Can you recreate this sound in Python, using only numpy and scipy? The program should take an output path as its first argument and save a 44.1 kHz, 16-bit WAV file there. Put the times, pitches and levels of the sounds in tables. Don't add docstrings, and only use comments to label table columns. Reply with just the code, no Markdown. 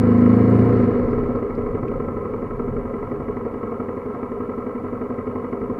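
import sys
import numpy as np
from scipy import signal
from scipy.io import wavfile
from scipy.ndimage import uniform_filter1d

SR = 44100
rng = np.random.default_rng(int(sys.argv[2]) if len(sys.argv) > 2 else 0)


def transcribe(u):
    v = np.clip(np.atleast_2d(u).T, -1, 1)
    q = np.round(v * 32767).astype(np.int16)
    wavfile.write(sys.argv[1], SR, q)


N = 255339
TIME = np.arange(N) / SR
RUN_IN = SR // 4

# (frequency [Hz], width [Hz], relative level [dB])
AIR_BANDS = [(47, 23, 40), (1500, 4300, 8), (4360, 3000, 2), (8250, 4500, 2), (12500, 4600, 1.5)]
# (frequency [Hz], width [Hz], relative level [dB])
SHAKE_BANDS = [(31.8, 44, 1.0), (53.0, 6.6, -4.0), (115.5, 80, 1.7)]
# (time [s], length [s], lift [dB])
RUMBLE_SWELLS = [(0.597, 0.39, 4), (1.166, 0.34, 10.5), (1.787, .5, 7), (2.7, 0.36, 5.0),
                 (3.277, 0.28, 1.5)]
# (time [s], level [dB], frequency [Hz])
CHASSIS_TICKS = [(1.109, -58, 4700), (1.189, -61, 4070), (1.359, -60.5, 4300), (1.552, -55, 4600),
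                 (1.882, -41.5, 2370), (1.883, -67, 5500)]
# (time [s], firing rate [Hz])
FIRING_RATE = [(0.0, 26.057), (0.71, 28.719), (0.96, 24.458), (1.34, 15.835), (1.4, 13.179), (1.65, 12.033),
               (2.8, 11.557), (3.12, 11.351), (3.25, 12.223), (3.59, 11.002), (3.74, 12.034),
               (3.93, 11.581), (4.84, 11.455), (5.1, 11.718), (5.79, 11.586)]
# (time [s], opening [0-1])
THROTTLE_OPENING = [(0, .75), (.3, .95), (.6, 1.0), (.78, .8), (.95, .45), (1.15, .2), (1.5, .04),
                    (2.2, 0.0), (5.79, 0.0)]
# (place in cycle [0-1], decay [cycles], in the case [dB], in the covers [dB])
ENGINE_CONTACTS = [(.925, 0.042, 9.5, 11), (0.2, 0.07, -1.5, 4), (0.2, 0.041, 3, -7), (.42, 0.036, 8, 6.5),
                   (0.5, 0.2, -3, -8.5)]
# (frequency [Hz], width [Hz], relative level [dB])
CASE_MODES = [(109, 50, -7), (132.2, 21, -13), (212.2, 53.6, -2), (240.5, 26, 3), (304.1, 41, -2.5),
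              (410.6, 33.6, 5), (474.9, 42, 2.5), (532.4, 42.7, -2)]
# (frequency [Hz], width [Hz], relative level [dB])
COVER_MODES = [(627, 57, -2), (713.4, 51, -0.5), (824.5, 120, -5.5), (959, 82, -3.5), (1057.3, 120, 2),
               (1286.7, 137, 1), (1589, 120, -13.5), (1827, 220, -19), (2002, 111, -13.5), (2225, 160, -16),
               (2512, 310, -29), (2895, 110, -29.5), (3300, 360, -45.5), (4363, 100, -41)]
# (frequency [Hz], width [Hz], relative level [dB])
CLACK_MODES = [(1675, 100, -10), (2003, 360, 2.5), (2860, 200, -19.5), (4540, 1800, -29.5)]
# (place in cycle [0-1], level at throttle 1 [dB])
STROKE_KNOCKS = [(0.041, -58.5), (0.281, -63.5), (.55, -55), (0.774, -55.5)]
# (frequency [Hz], width [Hz], relative level [dB])
JET_BANDS = [(1776, 820, 21), (2878, 82, 10.5), (3660, 1200, -2.5), (4330, 330, 0.5), (4930, 1000, -5.5),
             (7000, 2300, -14), (10400, 6500, -20.5)]
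# (frequency [Hz], width [Hz], relative level [dB])
SILENCER_MODES = [(97.2, 6.9, 2), (124, 15, -18), (140, 15, -11.5), (220, 19, -16), (228.2, 8, -9.5),
                  (246.6, 14.6, 5), (299.3, 8.3, -19)]
# (frequency [Hz], width [Hz], relative level [dB])
BOOM_MODES = [(108.7, 27.7, 1.5), (191.6, 25, -0.5), (217.4, 9.5, 1), (241, 15, 4), (295, 24, -10),
              (399.2, 18, -4), (491.8, 22, -2.5), (715.6, 36, -5.5)]
# (frequency [Hz], width [Hz], relative level [dB])
BARK_MODES = [(422.6, 47, 14), (460, 73, -6.5), (990, 71, -5.5)]
# (delay [s], gain [signed ratio])
BARK_ECHOES = [(.0138, -.5), (.0225, -.3), (.0385, -.25)]
# (time [s], thump trim [dB], bark trim [dB])
MIC_EXPOSURE = [(.15, 0.4, -2.5), (.6, 0, 1.5), (1.5, 0, 1.1), (2.15, -1, 2), (3.3, 0, 0.46),
                (4.8, -1.1, -0.65), (5.75, 0, 1.2)]


def from_db(db):
    return 10 ** (np.asarray(db) / 20)


def rms_one(x):
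    return x / np.sqrt(np.mean(x ** 2) + 1e-20)


def in_time(rows):
    times, *columns = np.transpose(rows)
    return [np.interp(TIME, times, column) for column in columns]


def cut(x, hz, kind, order=2):
    edges_hz = np.clip(hz, 10, .45 * SR)
    return signal.sosfilt(signal.butter(order, edges_hz, kind, fs=SR, output="sos"), x + 1e-18)


def clicks(times, sizes):
    out, at = np.zeros(RUN_IN + N), RUN_IN + np.round(times * SR).astype(int)
    inside = (at >= 0) & (at < len(out))
    out[at[inside]] = sizes[inside]
    return out


def resonate(x, modes):
    out = 0
    for hz, width, db in modes:
        radius = np.exp(-np.pi * width / SR)
        feedback = [1, -2 * radius * np.cos(2 * np.pi * hz / SR), radius ** 2]
        out += from_db(db) * (1 - radius ** 2) / 2 * signal.lfilter([1, 0, -1], feedback, x + 1e-18)
    return out


def rattle(drive, modes, grain_db):
    sizes = np.repeat(np.clip(rng.standard_normal(N // 32 + 1), -2, 2), 32)[:N]
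    grains = rng.standard_normal((3, N)) * from_db(grain_db * sizes)
    out = 0
    for k, (hz, width, db) in enumerate(modes):
        band = [hz - width / 2, hz + width / 2]
        out += from_db(db) * cut(drive * grains[k % 3], band, "band", order=3)
    return rms_one(out)


def evened(pulses, cycle):
    pulses, whole = pulses[RUN_IN:], cycle.astype(int)
    energy = uniform_filter1d(np.bincount(whole, pulses ** 2), size=3)
    samples = uniform_filter1d(np.bincount(whole).astype(float), size=3)
    power = np.interp(cycle, np.arange(len(energy)) + .5, energy / samples)
    return pulses / np.sqrt(power + 1e-20)


def blow(cycle, place, decay):
    return np.exp(-((cycle - place) % 1) / decay)


def lane_air():
    murmur = from_db(-54) * rattle(1, AIR_BANDS[:1], grain_db=9.5)
    return murmur + from_db(-69.5) * rattle(1, AIR_BANDS[1:], grain_db=1)


def microphone_rumble(stop_s=3.2, settle_s=.45, throb_hz=27.3):
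    level_db = np.interp(TIME, [stop_s, stop_s + settle_s], [-42.5, -51])
    for at, length, lift_db in RUMBLE_SWELLS:
        level_db += lift_db * np.exp(-(2 * (TIME - at) / length) ** 4)
    waver_hz = np.interp(TIME, np.linspace(0, N / SR, 30), rng.standard_normal(30))
    throb = np.sqrt(2) * np.sin(2 * np.pi * np.cumsum(throb_hz + waver_hz) / SR)
    shake = rattle(1, SHAKE_BANDS, grain_db=-4)
    return from_db(level_db - 1) * throb + from_db(level_db + 5) * shake


def chassis_ticks(decay_s=.0037):
    out = 0
    for at, db, hz in CHASSIS_TICKS:
        ring = rms_one(cut(rng.standard_normal(N), [.86 * hz, 1.14 * hz], "band"))
        out += from_db(db) * ring * (TIME >= at) * np.exp(-np.abs(TIME - at) / decay_s)
    return out


def stroke_knocks(cycle, throttle, decay_cycles=.023, uneven_db=3.5):
    blows = 0
    for place, db in STROKE_KNOCKS:
        which = np.floor(cycle - place).astype(int) + 2
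        strength = from_db(db + uneven_db * np.clip(rng.standard_normal(which[-1] + 1), -2, 2))
        blows += strength[which] * blow(cycle, place, decay_cycles)
    return blows * throttle ** 2.5 * rms_one(cut(rng.standard_normal(N), [3800, 11500], "band"))


def valve_clack(cycle, clatter_db):
    strike = blow(cycle, place=.94, decay=.029)
    return from_db(clatter_db - 24) * rattle(strike, CLACK_MODES, grain_db=4)


def casing_clatter(cycle, throttle, bark_db, clatter_db, uneven_db=.9):
    case_power, cover_power = 1, 1
    for place, decay, case_db, cover_db in ENGINE_CONTACTS:
        which = np.floor(cycle - place).astype(int) + 2
        strength = from_db(uneven_db * rng.standard_normal(which[-1] + 1))
        strike = strength[which] * blow(cycle, place, decay)
        case_power += strike * from_db(case_db) ** 2
        cover_power += strike * from_db(cover_db) ** 2
    case = rattle(np.sqrt(case_power), CASE_MODES, grain_db=2)
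    covers = rattle(np.sqrt(cover_power), COVER_MODES, grain_db=2)
    return from_db(bark_db + 1 - 3 * throttle) * case + from_db(clatter_db + 1 - .47 * throttle) * covers


def gas_jet(cycle, throttle):
    flow = 1 + .099 * np.cos(2 * np.pi * cycle)
    return from_db(-43.5) * throttle ** .65 * rattle(flow, JET_BANDS, grain_db=4)


def firing_times(cycle, count=5):
    earlier = (np.arange(-count, 1) - cycle[0]) / (cycle[1] - cycle[0])
    later = np.interp(np.arange(1, int(cycle[-1]) + 1), cycle, np.arange(N))
    return np.r_[earlier, later] / SR


def pipe_boom(puff):
    return sum(resonate(resonate(puff, [(hz, width, 0)]), [(hz, width, db)])
               for hz, width, db in BOOM_MODES)


def exhaust_bark(fired, sizes):
    direct = clicks(fired - .0008, sizes)
    echoes = sum(gain * clicks(fired + delay, sizes) for delay, gain in BARK_ECHOES)
    crack = cut(-direct - echoes, 620, "low", order=4)
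    return resonate(cut(crack, 200, "high"), BARK_MODES)


def exhaust(cycle, throttle, thump_db, bark_db, uneven_db=1.0, jitter_s=.0003, valve_lead_s=.0068):
    fired = firing_times(cycle)
    puff_spread, bark_spread, time_spread = rng.standard_normal((len(fired), 3)).T
    load = .6 * throttle
    idling = 1 - np.interp(fired, TIME, load)
    fired += jitter_s * idling * time_spread
    openings = clicks(fired - valve_lead_s, from_db(uneven_db * idling * puff_spread))
    puff = cut(cut(openings, 451, "low", order=4), 85, "high")
    thump = from_db(thump_db - 1.1) * np.sqrt(1 - load) * evened(resonate(puff, SILENCER_MODES), cycle)
    boom = from_db(thump_db + 2.55) * np.sqrt(load) * evened(pipe_boom(puff), cycle)
    bark = evened(exhaust_bark(fired, from_db(uneven_db * bark_spread)), cycle)
    return thump + boom + from_db(bark_db - 5.5) * bark


def side_on(pipe, turn_s=(3.4, 5.6), note_hz=255, width_hz=23, lift_db=4.5):
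    turned = np.interp(TIME, turn_s, [0, 1])
    return pipe + (from_db(lift_db * turned) - 1) * resonate(pipe, [(note_hz, width_hz, 0)])


def scene():
    firing_hz, = in_time(FIRING_RATE)
    throttle, = in_time(THROTTLE_OPENING)
    thump_trim_db, bark_trim_db = in_time(MIC_EXPOSURE)
    thump_db = -31.5 + 17 * throttle ** .59 + thump_trim_db
    bark_db = -31 + 10.5 * throttle ** .53 + bark_trim_db
    clatter_db = -38.5 + 5.2 * throttle ** .6
    cycle = .0266 + np.cumsum(firing_hz) / SR
    pipe = side_on(exhaust(cycle, throttle, thump_db, bark_db)) + gas_jet(cycle, throttle)
    casings = casing_clatter(cycle, throttle, bark_db, clatter_db)
    valves = valve_clack(cycle, clatter_db) + stroke_knocks(cycle, throttle)
    return (pipe + casings + valves + chassis_ticks() + microphone_rumble() + lane_air())[None]


def record(dry, low_cut_hz=20, high_cut_hz=15400):
    return cut(cut(dry, low_cut_hz, "high", order=3), high_cut_hz, "low", order=14)


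dry = scene()
out = record(dry)
transcribe(out)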